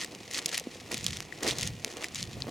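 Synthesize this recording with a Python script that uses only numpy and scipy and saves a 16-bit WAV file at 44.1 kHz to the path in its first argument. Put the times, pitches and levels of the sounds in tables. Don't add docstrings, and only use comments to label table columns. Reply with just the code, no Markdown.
import sys
import numpy as np
from scipy import signal
from scipy.fft import rfft, irfft, next_fast_len
from scipy.io import wavfile

SR = 44100
rng = np.random.default_rng(int(sys.argv[2]) if len(sys.argv) > 2 else 0)


def put_to_file(sound):
    columns = np.atleast_2d(sound).T
    safe = np.clip(columns, -1, 1)
    whole_steps = np.round(safe * 32767)
    wavfile.write(sys.argv[1], SR, whole_steps.astype(np.int16))


N = 110250


def from_db(db):
    return 10 ** (np.asarray(db) / 20)


def rms_one(x):
    return x / np.sqrt(np.mean(x ** 2) + 1e-20)


def in_time(rows):
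    return np.interp(np.arange(N) / SR, *np.transpose(rows))


def swells(rows):
    t = np.arange(N) / SR
    power = 0
    for top_s, level_db, rise_s, fall_s in rows:
        slopes_from_top = np.maximum((top_s - t) / rise_s, (t - top_s) / fall_s)
        power = power + from_db(level_db - 20 * slopes_from_top) ** 2
    return np.sqrt(power)


def colour(x, points):
    size = 2 * next_fast_len(N)
    hz, db = np.transpose(points)
    bin_hz = np.arange(size // 2 + 1) * SR / size
    log_gain = np.log(from_db(np.interp(np.log(bin_hz + 1), np.log(hz), db)))
    cepstrum = irfft(log_gain)[:size // 2] * np.r_[1, np.full(size // 2 - 1, 2)]
    return irfft(rfft(x, size) * np.exp(rfft(cepstrum, size)), size)[..., :N]


def drift(hz):
    r = np.exp(-2 * np.pi * hz / SR)
    noise = rng.standard_normal(N + SR)
    return rms_one(signal.lfilter([1], [1, -2 * r, r * r], noise)[SR:])


def clicks(per_s, spread_db):
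    sizes = from_db(spread_db * np.minimum(rng.exponential(1, N), 3))
    return (rng.random(N) < per_s / SR) * sizes * rng.choice([-1, 1], (2, N))


# pitch_hz [Hz], gain_db [dB]
WIDTH = [(380, -17), (1300, -10), (5500, -14), (7500, -13), (9500, 1)]


def stereo(pair):
    common, difference = pair
    return common + colour(difference, WIDTH) * np.array([[1], [-1]])


AIR_DB = -51.5
# pitch_hz [Hz], level_db [dB]
AIR_COLOUR = [(20, -41), (60, -2), (120, 4.5), (280, 3), (500, -7), (850, -8), (1450, -13), (2450, -4.5),
              (3300, -11.5), (6500, -16), (16000, -32)]


def air():
    return from_db(AIR_DB) * stereo(rms_one(colour(rng.standard_normal((2, N)), AIR_COLOUR)))


# pitch_hz [Hz], level_db [dB]
RUMBLE_COLOUR = [(20, -32), (90, -0.5), (125, -0.5), (210, -7.5), (450, -30), (1500, -50)]
# top_s [s], level_db [dB], rise_s [s], fall_s [s]
WEIGHT_ROLLS = [(1.095, -39, 0.24, 0.17), (1.515, -41, 0.099, .1), (1.665, -34.5, 0.17, 0.16),
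                (2.22, -40.5, 0.15, 0.22), (2.385, -40.5, 0.14, 0.24)]


def rumble():
    noise = rms_one(colour(rng.standard_normal((2, N)), RUMBLE_COLOUR))
    return stereo(swells(WEIGHT_ROLLS) * noise)


THUD_ATTACK_S, THUD_SAG_S = 0.0012, 0.0015
# start_s [s], level_db [dB], pitch_hz [Hz], t60_s [s]
THUDS = [(.079, -40, 440, .03), (0.1255, -34, 265, 0.032), (0.208, -31, 245, 0.03),
         (0.611, -33, 450, 0.026), (0.670, -19.5, 235, 0.025), (0.756, -31.5, 350, 0.018),
         (.941, -28, 220, .05), (1.458, -24, 420, .03), (1.483, -23, 300, .028), (1.873, -33, 410, .022),
         (2.368, -34, 380, .03), (2.477, -25, 260, 0.025)]


def knocks():
    out = 0
    for start_s, level_db, pitch_hz, t60_s in THUDS:
        t = np.maximum(np.arange(N) / SR - start_s, 0)
        cycles = pitch_hz * (t + THUD_SAG_S * (1 - np.exp(-t / THUD_SAG_S)))
        attack = 1 - np.exp(-t / THUD_ATTACK_S)
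        decay = from_db(level_db - 60 * np.minimum(t / t60_s, 4))
        out = out + np.sin(2 * np.pi * cycles) * attack * decay
    return signal.sosfilt(signal.butter(2, 120, "high", fs=SR, output="sos"), out)


CRUMBS_PER_S, CRUMB_SPREAD_DB = 600, 5.5
# pitch_hz [Hz], level_db [dB]
LITTER_COLOUR = [(100, -14.5), (200, -5), (320, 2.5), (490, -3), (800, -9.5), (8000, -38)]
# time_s [s], level_db [dB]
SOLE_CRUNCH = [(0, -49), (.3, -53), (.45, -48), (.62, -57), (.87, -56), (.928, -39.5), (.98, -57),
               (1.35, -55), (1.468, -34.5), (1.545, -47), (1.77, -58), (1.86, -48), (2.03, -47.5),
               (2.1, -59), (2.44, -48.5), (2.468, -40.5)]


def sole():
    crumbs = rms_one(colour(clicks(CRUMBS_PER_S, CRUMB_SPREAD_DB), LITTER_COLOUR))
    return stereo(crumbs * from_db(in_time(SOLE_CRUNCH)))


BLADES_PER_S, BLADE_SPREAD_DB = 700, 4
# pitch_hz [Hz], level_db [dB]
BRUSH_COLOUR = [(200, -14), (550, 0), (1500, -3), (2300, 0), (10000, -28)]
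# top_s [s], level_db [dB], rise_s [s], fall_s [s]
SWEEPS = [(.37, -46.5, .08, .17), (.542, -41.5, .05, .03), (.92, -47, .03, .05), (1.465, -39.5, .08, .12),
          (2.03, -44.5, .13, .1)]


def brush():
    blades = rms_one(colour(clicks(BLADES_PER_S, BLADE_SPREAD_DB), BRUSH_COLOUR))
    return stereo(swells(SWEEPS) * blades)


RING_PEAK_SHARE = 0.044
RING_DB, SPLINTER_DB = -3.5, 2
# pitch_hz [Hz], gain_db [dB]
SPLINTER_COLOUR = [(500, -17), (1500, -20.5), (2300, -4), (6500, -0.5), (9500, -8), (16000, -23.5)]
# start_s [s], level_db [dB], pitch_hz [Hz], t60_s [s], splinter_db [dB], pan_db [dB]
SNAPS = [(.046, -21, 1900, .012, 8), (.1497, -28, 2860, .008, 0), (0.3113, -27.5, 2050, .025, 6),
         (0.335, -25, 1940, 0.022, 8), (0.3503, -19, 4460, .008, -6), (0.3806, -15, 5300, 0.0038, 8),
         (0.4592, -12, 5150, 0.016, 10), (0.491, -20.5, 3650, 0.01, 11), (.5441, -15.5, 2300, 0.0092, 0),
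         (.5781, -10, 2580, 0.0096, 6.5), (0.5977, -17, 2400, 0.0042, 25), (.917, -19, 2500, 0.011, 4),
         (0.9435, -17, 2420, 0.011, 3, -4), (0.979, -20, 3950, 0.0066, 7), (1.0423, -20, 6920, 0.018, -1),
         (1.0648, -8, 3280, 0.0084, 2.5, -2), (1.1703, -18.5, 3200, 0.0042, 1),
         (1.2045, -14, 2430, 0.0028, -0.5), (1.3244, -29, 1890, 0.019, -17, 14.5),
         (1.431, -18, 1990, 0.013, 5), (1.478, -12, 4700, 0.006, -1, -5), (1.4883, -18, 5600, .008, -2),
         (1.5097, -13, 3700, 0.0079, -3, -4), (1.5852, -17, 2380, 0.008, 15),
         (1.6113, -15.5, 4900, .005, 8, 4), (1.6308, -15, 4400, 0.0068, 1), (1.6741, -17, 6550, 0.014, 1),
         (1.8469, -3.5, 4750, 0.0021, -3, -2.5), (1.9695, -26, 1200, .007, 5),
         (2.0429, -14.5, 2360, 0.008, -6), (2.0462, -27, 1850, .016, -5), (2.085, -26, 2600, .004, 5),
         (2.147, -18, 6940, 0.0036, -4), (2.228, -18, 4260, 0.0075, 3), (2.4214, -14, 4280, 0.0052, -40, 7)]


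def snaps():
    rings, bursts = np.zeros((2, N + SR)), np.zeros((3, N + SR))
    t = np.arange(SR // 25) / SR
    for start_s, level_db, pitch_hz, t60_s, splinter_db, *aside in SNAPS:
        pan_db = sum(aside)
        gain = from_db(level_db) / np.hypot(1, from_db(splinter_db))
        sides = gain * from_db([[pan_db / 2], [-pan_db / 2]])
        start = int(start_s * SR)
        span = slice(start, start + len(t))
        age = t / (RING_PEAK_SHARE * t60_s)
        ring = np.sin(2 * np.pi * pitch_hz * t) * age * np.exp(1 - age)
        rings[:, span] += sides * from_db(RING_DB) * ring
        decay = from_db(SPLINTER_DB + splinter_db - 60 * t / t60_s)
        common, difference = rng.choice([-1, 1], (2, len(t))) * decay
        bursts[:, span] += np.vstack([sides * common, gain * difference])
    left, right, difference = colour(bursts[:, :N], SPLINTER_COLOUR)
    return rings[:, :N] + np.array([left, right]) + stereo([0, difference])


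CRACK_T60_S, TAIL_T60_S, TAIL_DB = 0.0045, 0.036, -3.5


def stalks(hits, count=10):
    dealt = rng.integers(0, count, N)
    t = np.arange(SR // 40) / SR
    fall = from_db(-60 * t / CRACK_T60_S) + from_db(TAIL_DB - 60 * t / TAIL_T60_S)
    out = 0
    for k in range(count):
        crack = rms_one(rng.standard_normal((2, len(t))) * fall)
        out = out + signal.oaconvolve(hits * (dealt == k), crack, axes=1)[:, :N]
    return out


FIBRES_PER_S, FIBRE_SPREAD_DB, FIBRE_DB = 8000, 1.5, -3.5
CLUMP_DB, CLUMP_HZ = 4.8, 91
CRACKLES_PER_S, CRACKLE_SPREAD_DB, CRACKLE_DB = 130, 4, 0.5
RATE_FOLLOWS = 0.65
# pitch_hz [Hz], level_db [dB]
STRAW_COLOUR = [(400, -24), (1450, -7.5), (1900, 0), (4500, 0.4), (6700, -1), (8200, -6.5), (10000, -11.5),
                (16000, -32)]
# time_s [s], level_db [dB]
CRUSH = [(0, -39), (.045, -43), (.075, -55), (.115, -52.5), (.17, -55), (.305, -53.5), (.345, -36.5),
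         (.39, -37.5), (.44, -49), (.51, -43), (.55, -38.5), (.635, -56), (.725, -55.5), (.755, -45.5),
         (.785, -57), (.9, -53), (.92, -43.5), (1.05, -44), (1.2, -48), (1.26, -57), (1.42, -53),
         (1.445, -41), (1.495, -32.5), (1.555, -49), (1.625, -38), (1.675, -42.5), (1.71, -55), (1.89, -53),
         (1.912, -42.5), (1.95, -54), (2.03, -44), (2.11, -59), (2.15, -41), (2.19, -41.5), (2.27, -54),
         (2.5, -53)]


def straw():
    crush_db = in_time(CRUSH)
    busy = from_db(RATE_FOLLOWS * (crush_db - crush_db.mean()))
    clumps = from_db(CLUMP_DB * drift(CLUMP_HZ))
    fibres = rms_one(colour(clicks(FIBRES_PER_S, FIBRE_SPREAD_DB) * clumps, STRAW_COLOUR))
    hits = clicks(CRACKLES_PER_S * busy, CRACKLE_SPREAD_DB)
    hits = hits / np.sqrt(np.maximum(busy, 1))
    crackles = rms_one(colour(stalks(hits), STRAW_COLOUR))
    return stereo(from_db(crush_db) * (from_db(FIBRE_DB) * fibres + from_db(CRACKLE_DB) * crackles))


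def scene():
    return air() + rumble() + knocks() + sole() + brush() + snaps() + straw()


CUTOFF_HZ, RIPPLE_Q = 16200, 13
# pitch_hz [Hz], lean_db [dB]
LEAN = [(400, -1.2), (6000, 0.3), (11000, 3)]
# pitch_hz [Hz], gain_db [dB]
MIC_RIPPLE = [(490, 5.5), (700, 3.5), (1135, 2), (1570, -3.5), (1930, 2.5)]


def record(dry):
    sides = []
    for side, sign in zip(dry, (1, -1)):
        sides.append(colour(side, [(hz, sign * lean_db / 2) for hz, lean_db in LEAN]))
    x = np.array(sides)
    for pitch_hz, gain_db in MIC_RIPPLE:
        resonance = signal.lfilter(*signal.iirpeak(pitch_hz, RIPPLE_Q, fs=SR), x)
        x = x + (from_db(gain_db) - 1) * resonance
    return signal.sosfilt(signal.ellip(10, .1, 80, CUTOFF_HZ, fs=SR, output="sos"), x)


dry = scene()
out = record(dry)
put_to_file(out)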